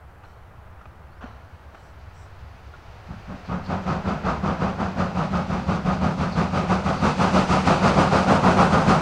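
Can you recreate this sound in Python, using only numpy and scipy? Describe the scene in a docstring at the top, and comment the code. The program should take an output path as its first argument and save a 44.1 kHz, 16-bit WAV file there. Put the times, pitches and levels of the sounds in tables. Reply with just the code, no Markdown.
"""Wind rumble and the clank of running gear: a steam goods train rolls closer along the edge of a wood.
After three seconds the engine opens up. Four exhaust beats to a wheel turn boom in the chimney and roar
out as a ragged jet, quicker and louder as it nears. Steam hisses at the cylinders, brighter at close
range, and the trees throw a dull echo back to the single microphone."""
import sys
import numpy as np
from scipy import signal
from scipy.fft import rfft, irfft, next_fast_len
from scipy.io import wavfile
from scipy.ndimage import uniform_filter1d

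SR = 44100
rng = np.random.default_rng(int(sys.argv[2]) if len(sys.argv) > 2 else 0)


def store_pcm(level_fs):
    """Save levels as 16-bit WAV."""
    pcm = np.round(np.clip(level_fs, -1, 1) * 32767).astype(np.int16)
    wavfile.write(sys.argv[1], SR, np.atleast_2d(pcm).T)


N = 397341
TIME = np.arange(N) / SR
FREQS = np.maximum(np.arange(N // 2 + 1) * SR / N, 1)

# the four beats of a wheel turn, from valves set slightly unevenly:
# late_s, level_db, nominal_opening_s, nominal_emptying_s
WHEEL_TURN = [(0.0056, 0.5, 0.054, 0.062), (0, 0.38, 0.066, .066), (0.011, 1.04, 0.057, 0.063),
              (.014, 0.5, 0.062, 0.068)]


def undb(db):
    """Decibels to gain."""
    return 10 ** (np.asarray(db) / 20)


def unit(x):
    """Scale to an rms of one."""
    return x / np.sqrt(np.mean(x ** 2))


def curves(table):
    """Each column of a time table, joined by straight lines."""
    times, *columns = np.transpose(table)
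    return [np.interp(TIME, times, column) for column in columns]


def noise():
    """White noise."""
    return rng.standard_normal(N)


def walk(rate_hz):
    """Smooth random wander below about rate_hz, at an rms of one."""
    return unit(irfft(rfft(noise()) * np.exp(-(FREQS / rate_hz) ** 2), N))


def colour(x, spectrum):
    """Shape a sound by (freq_hz, level_db) points, at an rms of one."""
    hz, db = np.transpose(spectrum)
    return unit(irfft(rfft(x) * undb(np.interp(np.log(FREQS), np.log(hz), db)), N))


def band(x, hz, width_hz):
    """A resonance with steep skirts."""
    b, a = signal.iirpeak(hz, hz / width_hz, fs=SR)
    return signal.lfilter(b, a, signal.lfilter(b, a, x))


def ring(modes):
    """Resonances kept sounding by turbulence or rubbing, at an rms of one."""
    return unit(sum(undb(db) * band(noise(), hz, width) for hz, width, db in modes))


def cavity(modes, throb):
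    """Resonating air at a nearly even level; throb (0-1) is how much turbulence shakes it."""
    air = signal.hilbert(ring(modes), next_fast_len(N))[:N]
    return unit(air.real / uniform_filter1d(np.abs(air), SR // 30) ** (1 - throb))


def blows(table, attack_s):
    """Envelope of blows that rise quickly and die away."""
    power = np.zeros(N)
    for start, db, t60 in table:
        age = np.maximum(TIME - start, 0)
        decay = np.exp(-np.minimum(np.log(1000) * age / t60, 20))
        power += (undb(db) * (1 - np.exp(-age / attack_s)) * decay) ** 2
    return np.sqrt(power)


def surge(flow):
    """Power of a flow relative to its mean over the surrounding third of a second."""
    return flow ** 2 / (uniform_filter1d(flow ** 2, SR // 3) + undb(-74))


def wind_and_wagons(gust_db, rattle_db):
    """Gusting wind rumble and the uneven rush of wheels on rails."""
    # spectra of the wind and of the rolling wagons: freq_hz, level_db
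    wind_spectrum = [(15, -8), (35, -20), (65, -1), (95, -4), (140, -14.5), (220, -22.5), (400, -53),
                     (1000, -55), (8000, -90)]
    rolling_spectrum = [(100, -17.5), (300, -0.5), (480, 1.5), (750, 4), (1050, 1.5), (1400, 1), (2000, -7),
                        (2900, -15), (3600, -20), (6000, -28.5), (9000, -39), (15500, -52)]
    # levels at the microphone: time_s, wind_db, rolling_db
    levels = [(0, -46.5, -52.5), (2.8, -43.5, -50), (4, -41, -41), (9, -41, -52.5)]
    wind_db, rolling_db = curves(levels)
    wind = colour(noise(), wind_spectrum) * undb(wind_db + gust_db * walk(13))
    rolling = colour(noise() * undb(rattle_db * walk(60)), rolling_spectrum) * undb(rolling_db)
    return wind + rolling


def flange_scrapes():
    """Flanges brush the rail and set a wheel ringing."""
    # wheel resonances: freq_hz, width_hz, level_db
    wheel_modes = [(5630, 800, 2), (7160, 700, -4), (7850, 450, -1), (8450, 700, -7)]
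    # flange contacts: start_s, length_s, level_db
    contacts = [(.22, .14, -74), (1.74, .2, -70), (2.12, .17, -64)]
    rubbing = sum(undb(db) * np.sin(np.pi * np.clip((TIME - start) / length, 0, 1))
                  for start, length, db in contacts)
    return rubbing * ring(wheel_modes)


def clanks(ping_t60_s, ring_t60_s):
    """Rods and couplings knock, ping and leave the steel ringing."""
    # metal on metal: start_s, knock_db, knock_t60_s, ping_hz, ping_db, ring_db
    hits = [(.233, -41, 0.088, 2700, -54, -71), (0.248, -44, .07, 4200, -52, -68),
            (.79, -49, .06, 2750, -53, -88), (.812, -43, .06, 1350, -36, -80),
            (.855, -44, .08, 2450, -47, -73), (1.208, -41.5, .3, 1400, -45, -63),
            (1.222, -41, 0.59, 1690, -42, -62), (1.743, -41.5, 0.13, 1530, -43, -63),
            (2.738, -38, 0.081, 1430, -37, -75)]
    # spectrum of a knock: freq_hz, level_db
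    knock_spectrum = [(250, -2), (700, 6), (1450, 6.5), (2100, -9.5), (2800, -8), (4500, -25), (6000, -23),
                      (9000, -44), (15000, -55)]
    # resonances of the steel gear: freq_hz, width_hz, level_db
    steel_modes = [(3040, 130, 7.5), (3920, 250, -1), (4340, 220, 1), (5860, 240, -4)]
    grit = colour(noise() * undb(2.7 * walk(260)), knock_spectrum)
    knocks = blows([hit[:3] for hit in hits], attack_s=0.0011) * grit
    pings = sum(blows([(start, db, ping_t60_s)], attack_s=0.00055) * np.sin(2 * np.pi * hz * (TIME - start))
                for start, _, _, hz, db, _ in hits)
    ringing = blows([(start, db, ring_t60_s) for start, *_, db in hits], attack_s=0.014)
    return knocks + pings + ringing * ring(steel_modes)


def brake_squeak():
    """The brake gear gives one short, rising squeak."""
    # course of the squeak: time_s, pitch_hz, level_db
    glide = [(1.08, 4000, -95), (1.12, 4300, -69), (1.16, 4850, -74), (1.2, 5500, -72), (1.22, 5700, -100)]
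    hz, db = curves(glide)
    phase = 2 * np.pi * np.cumsum(hz * (1 + 0.012 * walk(300))) / SR
    sounding = (TIME > glide[0][0]) & (TIME < glide[-1][0])
    return np.sin(phase) * undb(db) * sounding


def coupling_thumps(pitch_hz, waver_hz):
    """Couplings thump as the slack between the wagons is taken up."""
    # jolts: start_s, level_db, t60_s
    jolts = [(1.239, -17.5, 0.04), (3.337, -22, .06)]
    phase = 2 * np.pi * np.cumsum(pitch_hz + waver_hz * walk(112.4)) / SR
    return blows(jolts, attack_s=0.0057) * np.sin(phase)


def cylinder_hiss(spray, leak, flutter_db):
    """Escaping steam surges with every beat over a steady leak."""
    # spectrum of the steam: freq_hz, level_db
    steam_spectrum = [(900, -24), (1900, 5), (2550, 7), (3300, 0.5), (4800, 0), (5400, -4.5), (5950, -4.5),
                      (7000, -10.5), (8200, -17), (8900, -17.5), (9900, -28.5), (12000, -40), (15000, -56)]
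    # hiss as the engine nears: time_s, level_db
    approach = [(0, -97), (1.5, -67), (3, -59), (3.8, -44.5), (5.9, -42), (6.85, -38.5), (7.4, -33),
                (9, -35.5)]
    hiss_db, = curves(approach)
    hiss = colour(noise(), steam_spectrum)
    treble = signal.sosfiltfilt(signal.butter(2, 8400, "high", fs=SR, output="sos"), hiss)
    treble_db = -11 + 2.24 * TIME  # ever less air lies between engine and microphone
    hiss = hiss + (undb(treble_db) - 1) * treble
    regulator = np.interp(TIME, [3.0, 3.6], [0, 1])
    pulsing = leak + (1 - leak) * surge(spray)
    flow = np.sqrt(np.abs(1 - regulator + regulator * pulsing))
    return hiss * flow * undb(hiss_db + flutter_db * walk(25))


def exhaust_beats(start_s, first_gap_s, gap_shrink_s, scatter_db):
    """Times, jet and boom levels and relative lengths of the beats as the train gathers speed."""
    # blast strength as the regulator opens and the engine nears: time_s, jet_db, boom_db
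    effort = [(3.08, -33, -24), (3.27, -27, -21), (3.47, -19, -15), (3.85, -14.5, -13), (4.25, -13, -12.5),
              (4.8, -14, -13), (5.5, -14.5, -11), (6.05, -13.5, -10), (6.83, -10.5, -11), (7.35, -7, -7.5),
              (8, -4.5, -7.5), (9, -4.5, -5.5)]
    # a lightly filled cylinder gives a shorter puff: jet_db, length_ratio
    puff = [(-30, .55), (-15, 1)]
    gaps = first_gap_s - gap_shrink_s * np.arange(N / SR / first_gap_s)
    late = np.resize([beat[0] for beat in WHEEL_TURN], len(gaps))
    times = start_s + np.cumsum(gaps) - gaps + late
    times = times[times < TIME[-1]]
    effort_s, *levels = np.transpose(effort)
    jet_db, boom_db = (np.interp(times, effort_s, db) for db in levels)
    lengths = np.interp(jet_db, *np.transpose(puff))
    scatter = scatter_db * rng.standard_normal((len(times), 2))
    return times, jet_db - scatter[:, 0], boom_db - scatter[:, 1], lengths


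def blast(times, levels_db, lengths, lead_s, swell, linger):
    """Steam flow of the beats: swell stretches the valve's opening, linger the cylinder's emptying."""
    power = np.zeros(N)
    for k, (beat_s, db, length) in enumerate(zip(times, levels_db, lengths)):
        _, valve_db, opening, emptying = WHEEL_TURN[k % len(WHEEL_TURN)]
        start = int((beat_s - lead_s) * SR)
        age = TIME[:min(SR, N - start)] / length
        flow = (1 - np.exp(-(age / (opening * swell)) ** 2)) * np.exp(-age / (emptying * linger))
        power[start:start + len(age)] += (undb(db + valve_db) * flow) ** 2
    return np.sqrt(power)


def exhaust_jet(flow, eddy_db, crackle_db, bark):
    """Eddies break the jet above the chimney into a ragged roar."""
    # spectrum of the jet: freq_hz, level_db
    jet_spectrum = [(120, -18), (300, -6.5), (365, -4), (440, -4.5), (560, -2), (740, -0.5), (1060, -4.5),
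                    (1260, -2), (1500, -8.5), (1750, -16.5), (2500, -24), (3300, -29), (6500, -46.5),
                    (15000, -96)]
    # higher chimney resonances that tint it: freq_hz, width_hz, level_db
    overtones = [(370, 24, -5), (539, 31, -5.5), (762, 40, -8.5), (1243, 19, -7), (1468, 44, -5.5),
                 (2560, 320, -5)]
    roar = colour(noise() * undb(eddy_db * walk(97) + crackle_db * walk(1700)), jet_spectrum)
    roar = unit(roar + sum(undb(db) * band(roar, hz, width) for hz, width, db in overtones))
    # the jet is brightest at its fastest and dulls as the cylinder empties
    brightness = bark * (np.sqrt(np.abs(surge(flow))) - 1)
    return flow * (roar + brightness * band(roar, hz=1230, width_hz=580))


def chimney_boom(pulse, throb):
    """Each pressure pulse sounds the chimney's air column."""
    # air column resonances: freq_hz, width_hz, level_db
    chimney_modes = [(157.4, 33.4, -4), (187.5, 31, 0.5), (246.3, 51, -11.5)]
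    return pulse * cavity(chimney_modes, throb)


def smokebox(pulse, gain_db, growth, throb):
    """The smokebox resounds deep under each beat, growing more slowly than the engine's effort."""
    # smokebox resonances: freq_hz, width_hz, level_db
    box_modes = [(66.4, 33, 2), (88, 47, 7)]
    effort = np.sqrt(uniform_filter1d(pulse ** 2, SR // 2) + undb(-87))
    return undb(gain_db) * pulse * effort ** (growth - 1) * cavity(box_modes, throb)


def gland_spits(pitch_hz, width_hz, half_length_s):
    """A piston gland lets out short, half-whistling spits of steam."""
    # spits: peak_s, level_db
    spits = [(3.47, -57), (3.665, -50.5), (5.66, -57), (6.015, -56), (6.34, -46), (7.0, -46), (7.965, -45)]
    flow = sum(undb(db) * np.exp(-((TIME - peak) / half_length_s) ** 2) for peak, db in spits)
    return flow * ring([(pitch_hz, width_hz, 0)])


def tree_echo(x, gain_db, t60_s, build_s, dull_hz):
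    """The edge of the wood scatters back a late, dull tail."""
    age = TIME[:2 * SR]
    onset = 1 - np.exp(-(age / build_s) ** 2)
    tail = rng.standard_normal(len(age)) * onset * np.exp(-np.log(1000) * age / t60_s)
    tail = signal.sosfilt(signal.butter(1, dull_hz, fs=SR, output="sos"), tail / np.linalg.norm(tail))
    return undb(gain_db) * signal.fftconvolve(x, tail)[:N]


def scene():
    """The approaching train, its echo and the open air, in mono from the lineside."""
    times, jet_db, boom_db, lengths = exhaust_beats(
        start_s=3.079, first_gap_s=0.1923, gap_shrink_s=0.001393, scatter_db=0.11)
    flow = blast(times, jet_db, lengths, lead_s=0.00065, swell=1.022, linger=0.96)
    # the pressure pulse leaves the chimney ahead of the jet, and the hiss swells more slowly
    pulse = blast(times, boom_db, lengths, lead_s=0.0072, swell=0.99, linger=0.97)
    spray = blast(times, jet_db, lengths, lead_s=0.005, swell=1.52, linger=0.75)
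    train = (exhaust_jet(flow, eddy_db=0.55, crackle_db=1.0, bark=0.38)
             + chimney_boom(pulse, throb=0.42)
             + smokebox(pulse, gain_db=-19.0, growth=0.54, throb=0.43)
             + cylinder_hiss(spray, leak=0.15, flutter_db=0.83)
             + gland_spits(pitch_hz=4440, width_hz=1100, half_length_s=0.025)
             + clanks(ping_t60_s=0.032, ring_t60_s=1.0)
             + coupling_thumps(pitch_hz=227, waver_hz=35.0)
             + flange_scrapes()
             + brake_squeak())
    echo = tree_echo(train, gain_db=-11.5, t60_s=1.0, build_s=0.05, dull_hz=350)
    return (train + echo + wind_and_wagons(gust_db=1.1, rattle_db=0.15))[None]


def record(dry):
    """The microphone hisses faintly and has a narrow dip in the treble; the recorder cuts the top."""
    dip = undb(-10.5) * band(dry, hz=5500, width_hz=220)
    mic_hiss = undb(-72.5) * noise()
    top_cut = signal.ellip(10, 0.1, 80, 15750, fs=SR, output="sos")
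    return signal.sosfilt(top_cut, dry - dip + mic_hiss)


dry = scene()
out = record(dry)
store_pcm(out)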